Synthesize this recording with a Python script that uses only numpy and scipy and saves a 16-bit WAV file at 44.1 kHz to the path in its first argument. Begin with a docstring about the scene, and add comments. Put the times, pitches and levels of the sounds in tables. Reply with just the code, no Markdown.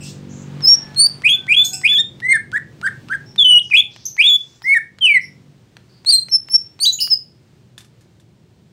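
"""A caged songbird, close to the microphone in a walled yard: near-sine whistles and sweeps with
beak-shaped overtones and breath hiss, with filtered-noise beak ticks and claw knocks on perch and bars.
Behind it: other birds' chips with unsteady pitch, a far rooster of two partials, and a small engine of
summed exhaust orders that fades, swells again briefly near 5.3 s, then dies away, over the town's
rumble and hiss of coloured noise."""
import sys
import numpy as np
from scipy import signal
from scipy.fft import rfft, irfft, next_fast_len
from scipy.io import wavfile
from scipy.ndimage import uniform_filter1d, minimum_filter1d, map_coordinates

SR = 44100
rng = np.random.default_rng(int(sys.argv[2]) if len(sys.argv) > 2 else 0)


def generate_wav(sig):
    """Save sig (samples, or channels by samples) to the path in sys.argv[1] as 16-bit PCM at SR."""
    pcm = np.round(np.clip(np.atleast_2d(sig).T, -1, 1) * 32767).astype(np.int16)
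    wavfile.write(sys.argv[1], SR, pcm)


N = 384552   # samples

# Street levels over time: time_s, engine_db, rumble_db, air_db
STREET = [(0, -34, -42, -51.5), (.6, -33.5, -41.5, -44.5), (0.721, -40.5, -45, -43.5),
          (1.499, -44, -44.5, -54.5), (3.2, -48.5, -42.5, -60), (4.4, -73, -52.5, -62.5),
          (5.299, -47.5, -51, -61), (8.72, -99.5, -49.5, -65.5)]
# Exhaust order gain: freq_hz, level_db
EXHAUST = [(45, -29), (100, -10), (145, -0.5), (250, -7.5), (400, -20)]
# Town rumble spectrum: freq_hz, density_db_per_hz
RUMBLE = [(18, -51), (30, -25.5), (123, 6.5), (208, -2.5), (279, -10), (348, -5.5), (460, -13.5),
          (1000, -27.5), (1300, -52), (2200, -120)]
# Leaves and air spectrum: freq_hz, density_db_per_hz
AIR = [(900, -12), (4000, -18.5), (8800, -28), (10800, -38.5), (15700, -34)]
# Far rooster, one list per cry: time_s, pitch_hz, first_db, second_db
CROWS = [
    [(.68, 916, -52, -48.5), (1.12, 810, -59.5, -52)],
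    [(1.3, 769, -67, -48), (1.75, 758, -47.5, -52.5), (2.08, 730, -68, -60)],
    [(3.22, 843, -59.5, -74.5), (3.95, 819, -62, -83)],
]
# Other birds: start_s, pitch_hz, scatter_share, length_s, level_db, overtone_base_db
CHIPS = [(0.0, 2704, 0.044, 0.082, -45, -13.5), (0.022, 5480, 0.25, 0.097, -40, -10),
         (0.282, 6670, 0.065, 0.17, -47.5, -33), (1.635, 4180, 0.035, 0.021, -34.5, -11),
         (1.645, 6680, 0.023, 0.025, -18, -11.5), (1.643, 5420, 0.11, .02, -34, -30),
         (1.731, 2636, 0.018, 0.016, -34.5, 0), (3.255, 5430, 0.016, 0.071, -48, -27.5),
         (3.611, 5740, 0.1, 0.12, -50, -32.5), (3.891, 5020, 0.2, 0.23, -50.5, -49),
         (4.053, 6330, 0.025, 0.016, -19.5, -14), (4.33, 5723, 0.16, 0.27, -56.5, -23),
         (4.622, 5200, 0.031, 0.035, -42.5, -13), (5.207, 5400, 0.034, 0.055, -43.5, -8.5),
         (6.827, 6400, 0.035, 0.039, -23.5, -11.5), (6.924, 6850, 0.025, 0.023, -19, -19.5),
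         (6.988, 2932, 0.006, 0.011, -22, -36.5), (7, 5013, 0.055, 0.037, -16, -14.5),
         (5.88, 4590, 0.052, 0.12, -59.5, -41)]
# Claws shifting on perch and bars: time_s, strength_db
CLAWS = [(7.7794, -22), (7.806, -31), (7.8464, -36), (8.009, -38), (8.199, -39.5)]
# Perch and bar modes: freq_hz, relative_db, t60_s
PERCH_MODES = [(1740, -2.5, 0.028), (3550, 5.5, 0.016)]
# Beak openings: time_s
TICK_TIMES_S = [.607, 0.946, 1.22, 1.468, 1.815, 2.202, 2.517, 2.814, 3.086, 3.360, 3.702, 3.962, 4.167,
                4.620, 4.986, 5.768, 6.048, 6.285, 6.486, 6.792, 7.075]
# Beak and throat response for overtones and hiss: freq_hz, gain_db
BEAK = [(800, -18), (3000, 8.5), (7000, 0), (8900, 13.5), (10500, -14), (12000, -12), (15000, -4.5)]
# Period doubling: start_s, end_s, three_halves_pitch_line_db
DOUBLING = [(1.915, 1.95, -34), (1.978, 2.01, -26)]
# Momentary breaks in the voice: time_s, depth_db
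BREAKS = [(.667, -12), (1.559, -20), (2.279, -16), (3.44, -12.5), (4.745, -8), (5.135, -14.5), (6.173, -27)]
# Recurring syllable shapes: length_share, pitch_semitones, relative_db
SWEEP_SHAPE = [(0, -5, -38), (.16, -2, -13.5), (.36, -0.32, -3), (.6, .5, 0.5), (.72, 1.6, -7.5),
               (1, 4.5, -11)]
CHIRP_SHAPE = [(0, -4, -20.5), (.3, -1, -5.5), (.6, -0.5, -0.5), (.85, 2.5, -5.5), (1, -1.7, -7)]
ARCH_SHAPE = [(0, -2.5, -34.5), (.08, -1, -19), (.33, 0.35, -7), (.6, 0.87, -2.5), (.68, 1, 1.5),
              (.75, -1.84, -7.5), (.88, -2.5, -3.5), (1, -5, -36)]
# Where each shape is sung: start_s, length_s, pitch_hz, level_db
SWEEPS = [(1.235, 0.065, 2487, -3.5), (1.477, 0.077, 2423, -5), (1.833, 0.055, 2422, -4),
          (3.728, .046, 2512, 3.5), (4.177, 0.056, 2393, -3)]
CHIRPS = [(2.527, 0.057, 1745, -11), (2.827, 0.063, 1653, -11.5), (3.097, 0.048, 1640, -13.5)]
ARCHES = [(2.218, 0.16, 2023, -4.5), (4.639, 0.15, 2107, -3)]
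# Held notes after sweeps, one bend each: start_s, length_s, from_hz, to_hz, level_db, bend_s, bend_hz
HOLDS = [(1.283, 0.08, 3440, 3464, -8.5, 1.307, -210), (1.538, 0.098, 3354, 3505, -5, 1.555, -150),
         (1.88, 0.14, 3378, 3681, -8.5, 1.965, -250), (3.763, 0.05, 3440, 3473, -4, 3.789, -120),
         (4.229, 0.14, 3320, 3456, -6, 4.279, 289.5)]
# Pips: start_s, length_s, from_hz, to_hz, crest_db, overtone_base_db
PIPS = [(3.119, .044, 1760, 1538, -15, -39), (3.708, 0.023, 2610, 2340, -10.5, -40),
        (6.288, 0.023, 5770, 5840, -36.5, 1), (6.311, 0.063, 5392, 5302, -5, -1.5),
        (6.493, 0.045, 5150, 5670, -20, 6), (6.53, 0.041, 5408, 5405, -1.5, -11),
        (7.099, 0.05, 5423, 4870, -4.5, -23)]
# Whistles sung once: overtone_base_db, then rows of time_s, pitch_hz, level_db
WHISTLES = [ (-15, [(.617, 5700, -47), (.634, 5180, -22.5), (.654, 5103, -6.5), (.678, 5320, 1),
            (.698, 5560, -1), (.738, 5483, 0.5), (.758, 5830, -43)]), (-14.5, [(.96, 4220, -32),
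            (.99, 4300, -10), (1.009, 4540, -6), (1.036, 4466, -9.5), (1.065, 4630, -5),
            (1.074, 4860, -23.5)]), (-35, [(3.378, 3725, -36.5), (3.393, 3500, -4.5), (3.425, 3345, -4.5),
            (3.45, 3014, -4), (3.48, 3008, -4), (3.578, 2890, 0), (3.589, 2892, -8), (3.599, 3610, -29)]),
            (-40.5, [(5.007, 3265, -40.5), (5.026, 3074, -10), (5.056, 2970, -4), (5.082, 2510, -10),
            (5.098, 2370, -6), (5.15, 2144, -6.5), (5.172, 2007, -4.5), (5.188, 1897, -35)]),
            (-16, [(6.059, 3820, -42), (6.069, 4260, -14), (6.088, 4400, -8), (6.099, 4670, -3.5),
            (6.117, 4610, -14.5)]), (-15.5, [(6.104, 3490, -22), (6.111, 4180, -16), (6.121, 4470, -14),
            (6.136, 4088, 1), (6.158, 4233, -6), (6.168, 4150, -10), (6.188, 4170, -11.5),
            (6.201, 4230, -36)]), (-9.5, [(6.8, 3890, -31), (6.81, 4470, -20.5), (6.826, 4475, -13),
            (6.842, 4810, -8.5), (6.856, 4620, -18), (6.87, 4090, -10)]), (-20.5, [(6.85, 2820, -25),
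            (6.863, 3870, -7.5), (6.88, 3960, -7), (6.903, 3990, -10), (6.912, 3950, -29)]), ]

FIRING_HZ = 47.96
YARD_T60_S, YARD_DB, FAR_T60_S = 0.17, -15.5, 0.3
CHIP_SCOOP, CHIP_SCOOP_S = 6.0, 0.0024   # starting flatness in multiples of scatter; time constant
TICK_PEAK_DB = -27
MIDDLE_HZ, CUTOFF_HZ = 3000, 15750
SWELL = 0.85   # below 1: notes swell late and fade early between points
SWEEP_OVER_DB, CHIRP_OVER_DB, ARCH_OVER_DB, HOLD_OVER_DB = -36.5, -35.5, -36, -27.5
HOLD_ATTACK_S, HOLD_RELEASE_S, BEND_S, SILENT_DB = 0.016, 0.0081, 0.015, -33.5
PIP_CREST_SHARE, PIP_HALFWAY_DB = 0.77, -2.5
BREAK_S = 0.006
OVERLOAD_2ND_DB, OVERLOAD_3RD_DB = -32.5, -22.5   # gains on the square and the cube


def amp(db):
    """Decibels to gain."""
    return 10 ** (np.asarray(db) / 20)


def rms_one(x):
    """Scale to unit rms."""
    return x / np.sqrt(np.mean(x ** 2))


def at_hz(points, hz):
    """Read a spectrum, straight on a log-frequency axis."""
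    centres, db = np.transpose(points)
    return np.interp(np.log(hz + 1), np.log(centres), db)


def coloured(spectrum):
    """Steady noise of a given spectrum, rms 1."""
    size = next_fast_len(N)
    hz = np.fft.rfftfreq(size, 1 / SR)
    white = rfft(rng.standard_normal(size))
    return rms_one(irfft(white * amp(at_hz(spectrum, hz)), size)[:N])


def drift(rate_hz):
    """Smooth random wander, rms 1."""
    knots = rng.standard_normal(N // 20)
    return rms_one(map_coordinates(knots, [np.arange(N) / SR * 2 * rate_hz], order=3))


def span(start_s, end_s):
    """Sample numbers between two moments."""
    return np.arange(round(start_s * SR), round(end_s * SR))


def along(rows):
    """Sample range of a table and its columns interpolated along it."""
    time_s, *columns = np.transpose(rows)
    n = span(time_s[0], time_s[-1])
    return n, [np.interp(n / SR, time_s, c) for c in columns]


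def bandpass(x, low_hz, high_hz):
    """Second-order Butterworth band."""
    return signal.sosfilt(signal.butter(2, [low_hz, high_hz], "band", fs=SR, output="sos"), x)


def lowpass(x, hz):
    """First-order lowpass."""
    return signal.sosfilt(signal.butter(1, hz, fs=SR, output="sos"), x)


def walls(x, t60_s, onset_s):
    """A dense decaying cloud of reflections, duller as it dies; unit energy."""
    t = np.arange(SR // 2) / SR
    cloud = rng.standard_normal(len(t)) * amp(3.1 * rng.standard_normal(len(t)))
    low = lowpass(cloud, 6000)
    low_decay = amp(-60 * t / t60_s) + amp(-19.0 - 30 * t / t60_s)
    tail = low * low_decay + (cloud - low) * amp(-80 * t / t60_s)
    tail = tail * (1 - np.exp(-t / onset_s))
    return signal.fftconvolve(x, tail / np.sqrt(np.sum(tail ** 2)))[:N]


def street():
    """Exhaust orders that fade in and out with the air path, over rumble and a fine hiss."""
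    time_s, *columns = np.transpose(STREET)
    engine_db, rumble_db, air_db = [np.interp(np.arange(N) / SR, time_s, c) for c in columns]
    phase = 2 * np.pi * np.cumsum(FIRING_HZ * (1 + 0.017 * drift(1))) / SR
    engine = np.zeros(N)
    for k in range(1, 12):
        order_gain = amp(at_hz(EXHAUST, k * FIRING_HZ) + 2 * drift(3.4))
        engine += order_gain * np.sin(k * phase + 2 * np.pi * rng.random())
    rumble = amp(rumble_db) * coloured(RUMBLE)
    air = amp(2 * drift(2)) * coloured(AIR)
    dull = lowpass(air, 3000)
    treble_db = 0.4 * air_db + 0.51 * air_db.min()   # the treble swells less
    air = amp(air_db) * dull + amp(treble_db) * (air - dull)
    return amp(engine_db) * engine + rumble + air


def rooster():
    """Thin long cries of two wavering partials."""
    out, waver = np.zeros(N), amp(3.3 * drift(15))
    for rows in CROWS:
        n, (hz, first_db, second_db) = along(rows)
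        phase = 2 * np.pi * np.cumsum(hz) / SR
        cry = amp(first_db) * np.sin(phase) + amp(second_db) * np.sin(2 * phase)
        out[n] += waver[n] * signal.windows.tukey(len(n), 0.2) * cry
    return out


def neighbours():
    """Short chips scooping up to a rapidly scattered pitch; wall reflections as strong as the direct sound."""
    out, flutter = np.zeros(N), drift(400)
    for start_s, pitch_hz, scatter, length_s, level_db, over_db in CHIPS:
        n = span(start_s, start_s + length_s)
        scoop = min(CHIP_SCOOP * scatter, 0.3) * np.exp((start_s - n / SR) / CHIP_SCOOP_S)
        hz = pitch_hz * (1 + scatter * flutter[n] - scoop)
        phase = 2 * np.pi * np.cumsum(hz) / SR
        tone = np.sin(phase)
        for k in range(2, 7):
            if k * pitch_hz < CUTOFF_HZ:
                partial_db = over_db - 1.3 * (k - 7.5) + at_hz(BEAK, k * pitch_hz)
                tone += amp(partial_db) * np.sin(k * phase)
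        out[n] += amp(level_db) * signal.windows.tukey(len(n), 0.3) * tone
    return out + walls(out, FAR_T60_S, onset_s=0.0022)


def claws():
    """Each step knocks the decaying modes of perch and bars and cracks briefly."""
    time_s, strength_db = np.transpose(CLAWS)
    at, out = (time_s * SR).astype(int), np.zeros(N)
    hits = np.full(N, 1e-18)
    for hz, relative_db, t60_s in PERCH_MODES:
        hits[at] = amp(strength_db + relative_db - 16.5 + rng.normal(0, 4.0, len(at)))
        r, w = amp(-60 / (t60_s * SR)), 2 * np.pi * hz / SR
        out += signal.lfilter([0, np.sin(w)], [1, -2 * r * np.cos(w), r * r], hits)
    hits[at] = amp(strength_db - 13)
    decay = signal.lfilter([1], [1, -np.exp(-1 / (0.015 * SR))], hits)
    return out + bandpass(decay * rng.standard_normal(N), 900, 9000)


def ticks():
    """Two dry noise snaps 6 ms apart as the mandibles part."""
    out, t = np.zeros(N), span(0, 0.062) / SR
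    second = 0.5 * (t > 0.006) * np.exp(-np.abs(t - 0.006) / 0.00045)
    shape = np.exp(-t / 0.0016) + second
    for time_s in TICK_TIMES_S:
        snap = bandpass(rng.standard_normal(len(t)) * shape, 600, 4000)
        out[round(time_s * SR):][:len(t)] += amp(TICK_PEAK_DB) * snap / np.abs(snap).max()
    return out


def shaped(shape, events, over_db):
    """A recurring shape stretched to each syllable's length, pitch and strength."""
    notes = []
    for start_s, length_s, hz, level_db in events:
        rows = [(start_s + share * length_s, hz * 2 ** (semitones / 12), level_db + relative_db)
                for share, semitones, relative_db in shape]
        notes.append((over_db, rows))
    return notes


def held():
    """Attack, hold, release on a slow glide with one bell-shaped bend."""
    notes = []
    for start_s, length_s, from_hz, to_hz, level_db, bend_s, bend_hz in HOLDS:
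        t = np.linspace(0, length_s, num=40)
        bend = bend_hz * np.exp(-((start_s + t - bend_s) / BEND_S) ** 2)
        hz = from_hz + (to_hz - from_hz) * t / length_s + bend
        edge = np.clip(np.minimum(t / HOLD_ATTACK_S, (length_s - t) / HOLD_RELEASE_S), 0, 1)
        db = level_db + SILENT_DB * (1 - edge) ** 2
        notes.append((HOLD_OVER_DB, np.transpose([start_s + t, hz, db])))
    return notes


def pips():
    """A straight glide that swells to its crest and breaks off."""
    envelope = ((0, SILENT_DB), (PIP_CREST_SHARE / 2, PIP_HALFWAY_DB), (PIP_CREST_SHARE, 0), (1, SILENT_DB))
    notes = []
    for start_s, length_s, from_hz, to_hz, crest_db, over_db in PIPS:
        rows = [(start_s + share * length_s, from_hz + share * (to_hz - from_hz), crest_db + relative_db)
                for share, relative_db in envelope]
        notes.append((over_db, rows))
    return notes


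def syllables():
    """All syllables: overtone_base_db and rows of time_s, pitch_hz, level_db; second voices follow the first."""
    return (shaped(SWEEP_SHAPE, SWEEPS, SWEEP_OVER_DB) + held()
            + shaped(CHIRP_SHAPE, CHIRPS, CHIRP_OVER_DB)
            + shaped(ARCH_SHAPE, ARCHES, ARCH_OVER_DB) + pips() + WHISTLES)


def song():
    """A near sine from the syrinx, overtones shaped by the beak, and air hiss riding on the effort."""
    out, hiss, wobble = np.zeros(N), coloured(BEAK), drift(50)
    rasp, stutter, flicker = drift(350), drift(120), drift(25)
    half = np.zeros(N)
    for start_s, end_s, half_db in DOUBLING:
        n = span(start_s, end_s)
        half[n] = amp(half_db) * np.sqrt(np.hanning(len(n)))
    t = np.arange(N) / SR
    breaks_db = sum(db * np.exp(-((t - time_s) / BREAK_S) ** 2) for time_s, db in BREAKS)
    for over_db, rows in syllables():
        n, (hz, level) = along([(s, f, amp(db) ** SWELL) for s, f, db in rows])
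        hz = uniform_filter1d(hz, size=200)
        octaves_per_s = np.abs(np.gradient(np.log2(hz))) * SR
        strain = np.tanh(octaves_per_s / 8)
        # low glides, upward ones most, run unevenly and roughen as they go
        upward = np.where(np.gradient(hz) > 0, 1, 0.5)
        roughness = strain ** 2 * upward * np.minimum(1, MIDDLE_HZ / hz) ** 2
        roughness = roughness * np.sqrt(np.linspace(0, 1, len(n)))
        # fast glides and high notes leak more air
        hiss_db = -50 + 18 * strain + 9 * np.log2(hz / MIDDLE_HZ)
        if out[n[0]]:   # one side of the syrinx takes over: a spray of air once the pitch has flipped
            spray = np.exp(-((n - n[0]) / (0.032 * SR)) ** 2)
            hiss_db += 12 * spray * (strain < 0.9)
        hz = hz * (1 + 0.0057 * wobble[n] + 0.06 * roughness * rasp[n])
        level = level ** (1 / SWELL) * amp(6 * roughness * np.tanh(stutter[n]))
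        phase = 2 * np.pi * np.cumsum(hz) / SR
        tone = np.sin(phase) + amp(hiss_db) * hiss[n]
        effort = np.cbrt(level / level.max())
        for k in range(2, 9):   # overtones need effort, and waver
            swing = effort * amp(4.8 * np.roll(flicker, k * SR)[n])
            partial_db = over_db - 0.57 * (k + 2.0) * (hz / MIDDLE_HZ) ** 2 + at_hz(BEAK, k * hz)
            tone += swing * amp(partial_db) * (k * hz < CUTOFF_HZ) * np.sin(k * phase)
        for k in (1, 3, 5):   # alternate strong and weak cycles put lines between the harmonics
            tone += half[n] * amp(-4.0 * (k - 3.0)) * np.sin(k * phase / 2)
        envelope = uniform_filter1d(level, size=40) * signal.windows.tukey(len(n), 0.04)
        out[n] += amp(breaks_db[n]) * envelope * tone
    return out


def scene():
    """Near sounds with the yard's reflections, far ones behind."""
    far = street() + rooster() + neighbours()
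    near = claws() + ticks() + song()
    yard = amp(YARD_DB) * walls(near, YARD_T60_S, onset_s=0.05)
    return (near + yard + far)[None]


def record(dry):
    """Slight microphone distortion mixes overlapping tones; a fast limiter holds peaks; the top is cut."""
    bent = amp(OVERLOAD_2ND_DB) * dry ** 2 + amp(OVERLOAD_3RD_DB) * dry ** 3
    heard = dry + signal.sosfilt(signal.butter(2, 700, "high", fs=SR, output="sos"), bent)
    room_left = np.minimum(1, 0.86 / (np.abs(heard) + 1e-9))
    gain = uniform_filter1d(minimum_filter1d(room_left, size=300), size=150)
    cut = signal.ellip(10, 0.5, 70, CUTOFF_HZ, fs=SR, output="sos")
    return signal.sosfilt(cut, gain * heard)


dry = scene()
out = record(dry)
generate_wav(out)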